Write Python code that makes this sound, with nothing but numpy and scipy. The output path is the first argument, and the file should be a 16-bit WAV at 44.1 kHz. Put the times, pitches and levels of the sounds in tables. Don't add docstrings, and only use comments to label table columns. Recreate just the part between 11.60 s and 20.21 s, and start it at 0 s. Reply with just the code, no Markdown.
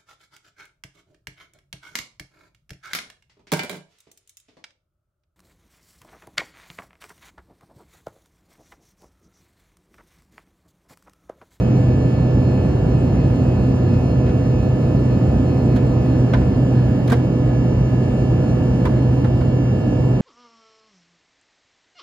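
import sys
import numpy as np
from scipy import signal
from scipy.fft import rfft, irfft, next_fast_len
from scipy.io import wavfile
from scipy.ndimage import uniform_filter1d, map_coordinates

SR = 44100
rng = np.random.default_rng(int(sys.argv[2]) if len(sys.argv) > 2 else 0)


def inscribe(sig):
    pcm = np.round(np.clip(np.atleast_2d(sig).T, -1, 1) * 32767)
    wavfile.write(sys.argv[1], SR, pcm.astype(np.int16))


def ratio(d):
    e = np.asarray(d, float) / 20
    return 10 ** e


N = 379701
SHAFT_HZ = 124.82

# frequency in Hz, left lead in rad.
PORT_LEAD = [(40, -.04), (125, -.12), (300, -.35), (650, -.7), (1000, -.1), (1300, -.4), (1600, -.2),
             (2600, 2.4), (3600, 2.1), (4300, .8), (5000, 1.3), (5900, 3.1), (6700, 4.4), (7000, 6.2)]


def unit(x):
    return x / np.sqrt(np.mean(x ** 2) + 1e-20)


def along(points, hz):
    point_hz, value = np.transpose(points)
    return np.interp(np.log(hz + 1), np.log(point_hz + 1), value)


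def curves(rows):
    time_s, *columns = np.transpose(rows)
    return [np.interp(np.arange(N) / SR, time_s, column) for column in columns]


def wobble(rate):
    knots = rng.standard_normal(int(N * rate / SR) + 4)
    coarse = map_coordinates(knots, [np.arange(0, N + 64, 64) * rate / SR])
    return np.repeat(coarse.astype(np.float32), 64)[:N]


def filtered(x, response):
    size = next_fast_len(x.shape[-1] + 8192)
    spectrum = rfft(x, size) * response(np.fft.rfftfreq(size, 1 / SR))
    return irfft(spectrum, size)[..., :x.shape[-1]]


def ports(hz):
    # frequency in Hz, likeness of the ports from 0 to 1.
    alike = [(60, .998), (150, .99), (300, .93), (650, .62), (1200, .58), (1750, .87), (2300, .6),
             (3400, .5), (4200, .2), (4800, .25), (5700, .8), (6800, .65), (7300, 0), (15000, 0)]
    # frequency in Hz, left minus right level in dB.
    balance = [(60, -.4), (150, -.9), (450, -3.2), (700, -1.2), (1000, -3), (1250, -.6), (1500, -2.7),
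               (2050, 1.2), (3300, 0), (4800, -2), (5700, 0), (15000, 0)]
    turn = np.arccos(np.clip(along(alike, hz), 0, 1)) / 2
    side = ratio(along(balance, hz) / 2) * np.exp(.5j * along(PORT_LEAD, hz))
    left = [side * np.cos(turn), side * np.sin(turn)]
    right = [np.cos(turn) / side, -np.sin(turn) / side]
    return np.array([left, right])


def rush(colour, patchy_db):
    z = signal.stft(rng.standard_normal((2, N)), nperseg=512)[2]
    patches = uniform_filter1d(rng.standard_normal(z.shape[1:]), size=5, axis=0)
    patches = uniform_filter1d(patches, size=12, axis=1)
    pair = signal.istft(z * ratio(patchy_db * unit(patches)), nperseg=512)[1][:, :N]
    out = filtered(pair, lambda hz: colour(hz) * ports(hz)).sum(axis=1)
    return out / np.std(out.mean(axis=0))


def airflow():
    # frequency in Hz, level in dB per Hz.
    roar_points = [(20, -56.5), (32, -35.5), (45, -18), (57, -2), (80, -6), (129, -4), (190, -6.5),
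                   (280, -7.5), (443, -17.5), (620, -21), (1150, -36), (1500, -43.5), (1950, -73.5),
                   (3300, -120)]
    # frequency in Hz, width in Hz, level in dB.
    panels = [(62.6, 4.6, 2), (94, 6.1, 5), (156, 24, 0.5), (255, 4.6, 6.5), (1530, 67, -6), (2130, 54, 0)]
    # frequency in Hz, level in dB.
    hiss_points = [(900, -36), (1500, 5.5), (1900, 0), (2800, 1.5), (3900, -4), (5300, -1.5), (5750, 2),
                   (6300, -3), (7500, 3), (8300, -2.5), (9900, -2), (11000, -6.5), (13000, -4.5),
                   (15700, -9)]
    roar_db, hiss_db = -17.5, -50.5
    gust_db = 0.6 * wobble(1.5)

    def walls(hz):
        return ratio(sum(db / (1 + ((hz - c) / (w / 2)) ** 2) for c, w, db in panels))

    def hiss_colour(hz):
        return ratio(along(hiss_points, hz)) / (hz + 1) * walls(hz) * (hz > 800)

    roar = rush(lambda hz: ratio(along(roar_points, hz)) * walls(hz), patchy_db=-0.16)
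    hiss = rush(hiss_colour, patchy_db=2.0)
    return ratio(roar_db + gust_db) * roar + ratio(hiss_db + gust_db + .4 * wobble(4.1)) * hiss


def shaft():
    hunt_s, hunt_top_s, hunt_per_mille, creep_per_mille_s = 1.15, 6.0, .3, .045
    t = np.arange(N) / SR
    hunt = hunt_per_mille * np.cos(2 * np.pi * (t - hunt_top_s) / hunt_s)
    creep = creep_per_mille_s * (t - t.mean())
    return SHAFT_HZ * (1 + (hunt + creep) / 1000)


def tones(turns, rows, sway_db):
    out = np.zeros((2, N))
    for order, left_db, right_db, lead_rad in rows:
        cycles = round(order) * turns + rng.random()
        phase = (2 * np.pi * (cycles - np.floor(cycles))).astype(np.float32)
        depth = np.float32(sway_db * min(order / 12, 1) * np.log(10) / 20)
        sway = np.exp(depth * wobble(1.5))
        out[0] += np.float32(np.sqrt(2) * ratio(left_db)) * sway * np.sin(phase + np.float32(lead_rad))
        out[1] += np.float32(np.sqrt(2) * ratio(right_db)) * sway * np.sin(phase)
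    return out


def fan():
    # shaft order, left level in dB, right level in dB, left lead in rad.
    strong_rows = [(1, -19.6, -18.9, -0.1), (4, -36.0, -33.0, -0.8), (5, -45.0, -38.0, -1.1),
                   (6, -51.0, -41.0, -2.1), (10, -50.6, -56.0, -0.3), (11, -63.8, -54.2, 0.7),
                   (14, -52.7, -51.6, 0.2), (18, -64.7, -55.2, 1.4), (22, -52.8, -50.1, 2.1),
                   (23, -70.2, -65.9, 3.1), (24, -53.1, -57.8, -3.1), (25, -60.5, -64.3, 1.5),
                   (28, -70.6, -69.3, 2.2), (29, -72.2, -62.9, -3.0), (30, -73.9, -67.9, 2.7),
                   (31, -73.3, -69.5, 0.4), (35, -69.0, -69.6, 1.9), (36, -70.1, -64.0, 1.5),
                   (38, -69.1, -65.1, 0.4), (39, -77.0, -61.4, -2.5), (40, -67.7, -67.9, -1.5),
                   (41, -74.9, -72.5, 1.2), (45, -71.9, -69.8, 1.4), (48, -66.8, -63.2, -2.7),
                   (50, -74.8, -74.4, -2.8), (51, -71.3, -71.3, -2.4), (53, -72.7, -72.6, -2.1),
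                   (55, -70.8, -71.3, -0.3), (56, -73.2, -73.1, -0.3), (58, -72.8, -72.9, -0.1)]
    # frequency in Hz, level in dB.
    faint_points = [(250, -39.5), (850, -55), (1050, -57), (1600, -75.5), (2400, -69), (4000, -74),
                    (7500, -93), (9800, -87.5)]
    strong = [round(row[0]) for row in strong_rows]
    others = np.array([k for k in range(2, 79) if k not in strong])
    chance = rng.standard_normal((len(others), 3))
    level_db = along(faint_points, others * SHAFT_HZ)
    left_db = level_db + 4.2 * chance[:, 0]
    right_db = level_db + 1.0 * chance[:, 1]
    lead_rad = along(PORT_LEAD, others * SHAFT_HZ) + .5 * chance[:, 2]
    faint_rows = np.transpose([others, left_db, right_db, lead_rad])
    return tones(np.cumsum(shaft()) / SR, list(strong_rows) + list(faint_rows), sway_db=1)


def pumps():
    # pump order, left level in dB, right level in dB, left lead in rad.
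    pump_rows = [(1, -64.5, -57.1, 1.1), (2, -56.5, -55.4, 0.0), (3, -59.6, -57.7, 1.0),
                 (4, -70.2, -70.3, 2.6), (5, -61.2, -63.5, -0.1), (6, -72.7, -68.3, 1.1),
                 (7, -63.1, -63.6, -3.1)]
    follows = [0, -.7, 1.1, 0, .6, 0, 0]
    # time in seconds, shift in dB.
    field_rows = [(0, 2.5), (1.8, 2), (2.5, 3.5), (3.3, 1.5), (4.0, 4.5), (4.8, -1), (6.1, -4), (6.9, -3.5),
                  (8.61, -5)]
    gear_ratio, far_hz = 6.7795, 845.2
    flutter_db, flutter_rate = .4, 9
    near_turns = np.cumsum(shaft() * gear_ratio) / SR
    far_turns = np.cumsum(far_hz + .4 * wobble(2.5).astype(float)) / SR
    field_db = curves(field_rows)[0]
    out = 0
    for row, follow in zip(pump_rows, follows):
        near = ratio(-1) * tones(near_turns, [row], sway_db=1.5)
        far = ratio(-8.5) * tones(far_turns, [row], sway_db=5)
        level_db = follow * field_db + flutter_db * row[0] * wobble(flutter_rate)
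        out = out + ratio(level_db) * (near + far)
    return out


def lids():
    # start in seconds, level in dB, frequency in Hz, T60 in seconds.
    thuds = [(5.520, -.5, 245, .062), (5.5242, -9.5, 470, .09), (5.5243, -15, 710, .08),
             (5.519, -21, 1560, .04), (5.527, -19, 1150, .05), (5.528, -23, 1600, .04),
             (5.526, -26, 2300, .04), (4.735, -18, 620, .06), (4.737, -24, 900, .06),
             (4.736, -25, 1520, .06), (4.735, -28, 2050, .05), (4.737, -31, 3300, .04),
             (7.256, -36, 3500, .04), (7.255, -32, 2680, .04), (4.166, -33, 1800, .05),
             (7.253, -27, 1500, .03), (7.254, -28, 2300, .04), (7.258, -26, 1200, .04),
             (7.268, -24, 980, .07), (7.646, -30, 1400, .04)]
    out, t = np.zeros(N + SR), np.arange(SR // 4) / SR
    for s, db, hz, t60_s in thuds:
        envelope = ratio(db - 60 * t / t60_s) * (1 - np.exp(-t * hz))
        out[round(s * SR):][:len(t)] -= envelope * np.sin(2 * np.pi * hz * t)
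    return filtered(out[:N], lambda hz: ports(hz)[:, 0])


def latches():
    # start in seconds, peak in dB, knock in dB, fizz in dB, length in seconds.
    snaps = [(2.334, -36, -4, -27, .02), (2.66, -32.5, -7, -30, .025), (2.685, -33, -6, -30, .025),
             (4.158, -28.5, -6, -23, .027), (4.733, -17.5, 4, -34, 0.017), (4.81, -37, -3, -30, .03),
             (5.475, -28, -4, -18, 0.019), (5.497, -23, -3, -19, 0.02), (5.5178, -20.5, 7, -18, .013),
             (5.525, -20, -4, -21, .016), (7.252, -24, 5.5, -23.5, .016), (7.267, -30.5, 9, -28, .014),
             (7.642, -30, 9, -27, .02), (7.808, -33, 4, -29, .018)]
    # frequency in Hz, width in Hz, level in dB.
    plastic = [(496, 250, -0.5), (993, 230, 4), (1550, 350, 1.5), (2160, 470, -3), (3340, 1770, -11.5)]
    cabin_t60_s, rise_s = 0.42, 0.0018
    aisle_db = -2
    pan_db = np.array([[aisle_db / 2], [-aisle_db / 2]])
    out, t = np.zeros((2, N + SR)), np.arange(SR // 3) / SR
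    rise = 1 - np.exp(-t / rise_s)

    def shell(f):
        total = 0
        for k, (c, w, db) in enumerate(plastic):
            total = total + (-1) ** k * ratio(db) * 1j * f * w / (c * c - f * f + 1j * f * w)
        return total

    def bright(f):
        return (f / 4000) ** 2 / (1 + (f / 4000) ** 2) / (1 + (f / 11000) ** 3)

    for s, db, knock_db, fizz_db, length_s in snaps:
        slips = 0.5 * rng.standard_normal(len(t)) + 0.66 * rng.standard_normal((2, len(t)))
        body_decay = np.exp(-(t / length_s) ** 2) + ratio(-12.0 - 60 * t / cabin_t60_s)
        fizz_decay = np.exp(-(1.8 * t / length_s) ** 2) + ratio(-14.5 - 60 * t / (0.5 * cabin_t60_s))

        def knock(f):
            return shell(f) * ratio(knock_db / (1 + (f / 1300) ** 6)) / (1 + (f / 5500) ** 4)

        body = filtered(rise * body_decay * slips, knock)
        fizz = filtered(rise * fizz_decay * slips, bright)
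        snap = ratio(db + 6.5 + pan_db) * (body + ratio(fizz_db + 5.5) * fizz)
        out[:, round(s * SR):][:, :len(t)] += snap
    return out[:, :N]


def scene():
    return airflow() + fan() + pumps() + lids() + latches()


def treble_gaps(x):
    # lower edge in Hz, kept share of mid, kept share of side.
    kept = [(6080, .8, 1), (6250, 1, 1), (6930, .97, .22), (7400, .97, .95), (7550, .03, .03),
            (8250, .82, .3), (9000, 1, .015), (9950, .025, 0), (10500, .7, 0), (10800, .9, 0),
            (11900, .95, .6), (12100, .22, .1), (12700, .87, .05), (13500, .88, 0), (14000, .6, 0),
            (14250, .75, 0), (14500, .25, 0), (14750, .22, 0), (15000, .05, 0), (15300, .25, 0),
            (15550, .4, 0), (15800, 0, 0)]
    frame = dict(window=("tukey", .4), nperseg=1400, noverlap=280)
    hz, _, z = signal.stft([x[0] + x[1], x[0] - x[1]], SR, **frame)
    for (low_hz, *shares), (high_hz, *_) in zip(kept, kept[1:]):
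        band = (hz >= low_hz) & (hz < high_hz)
        level_db = 10 * np.log10(np.mean(abs(z[:, band]) ** 2, axis=1) + 1e-20)
        need = .6 * level_db + 4 * rng.standard_normal(level_db.shape)
        limit = np.array([[np.quantile(row, 1 - share)] for row, share in zip(need, shares)])
        nudge = 1e-9 * (np.array(shares)[:, None] - .5)
        keep = need + nudge > limit
        z[:, band] *= keep[:, None]
    mid, side = signal.istft(z, SR, **frame)[1][:, :N]
    return np.array([mid + side, mid - side]) / 2


def roll_off(x):
    return signal.sosfilt(signal.butter(12, 15610, fs=SR, output="sos"), x)


def record(dry):
    ease = np.clip((N - np.arange(N)) / 40, 0, 1)
    mix = treble_gaps(dry) * ease
    return roll_off(mix)


dry = scene()
out = record(dry)
inscribe(out)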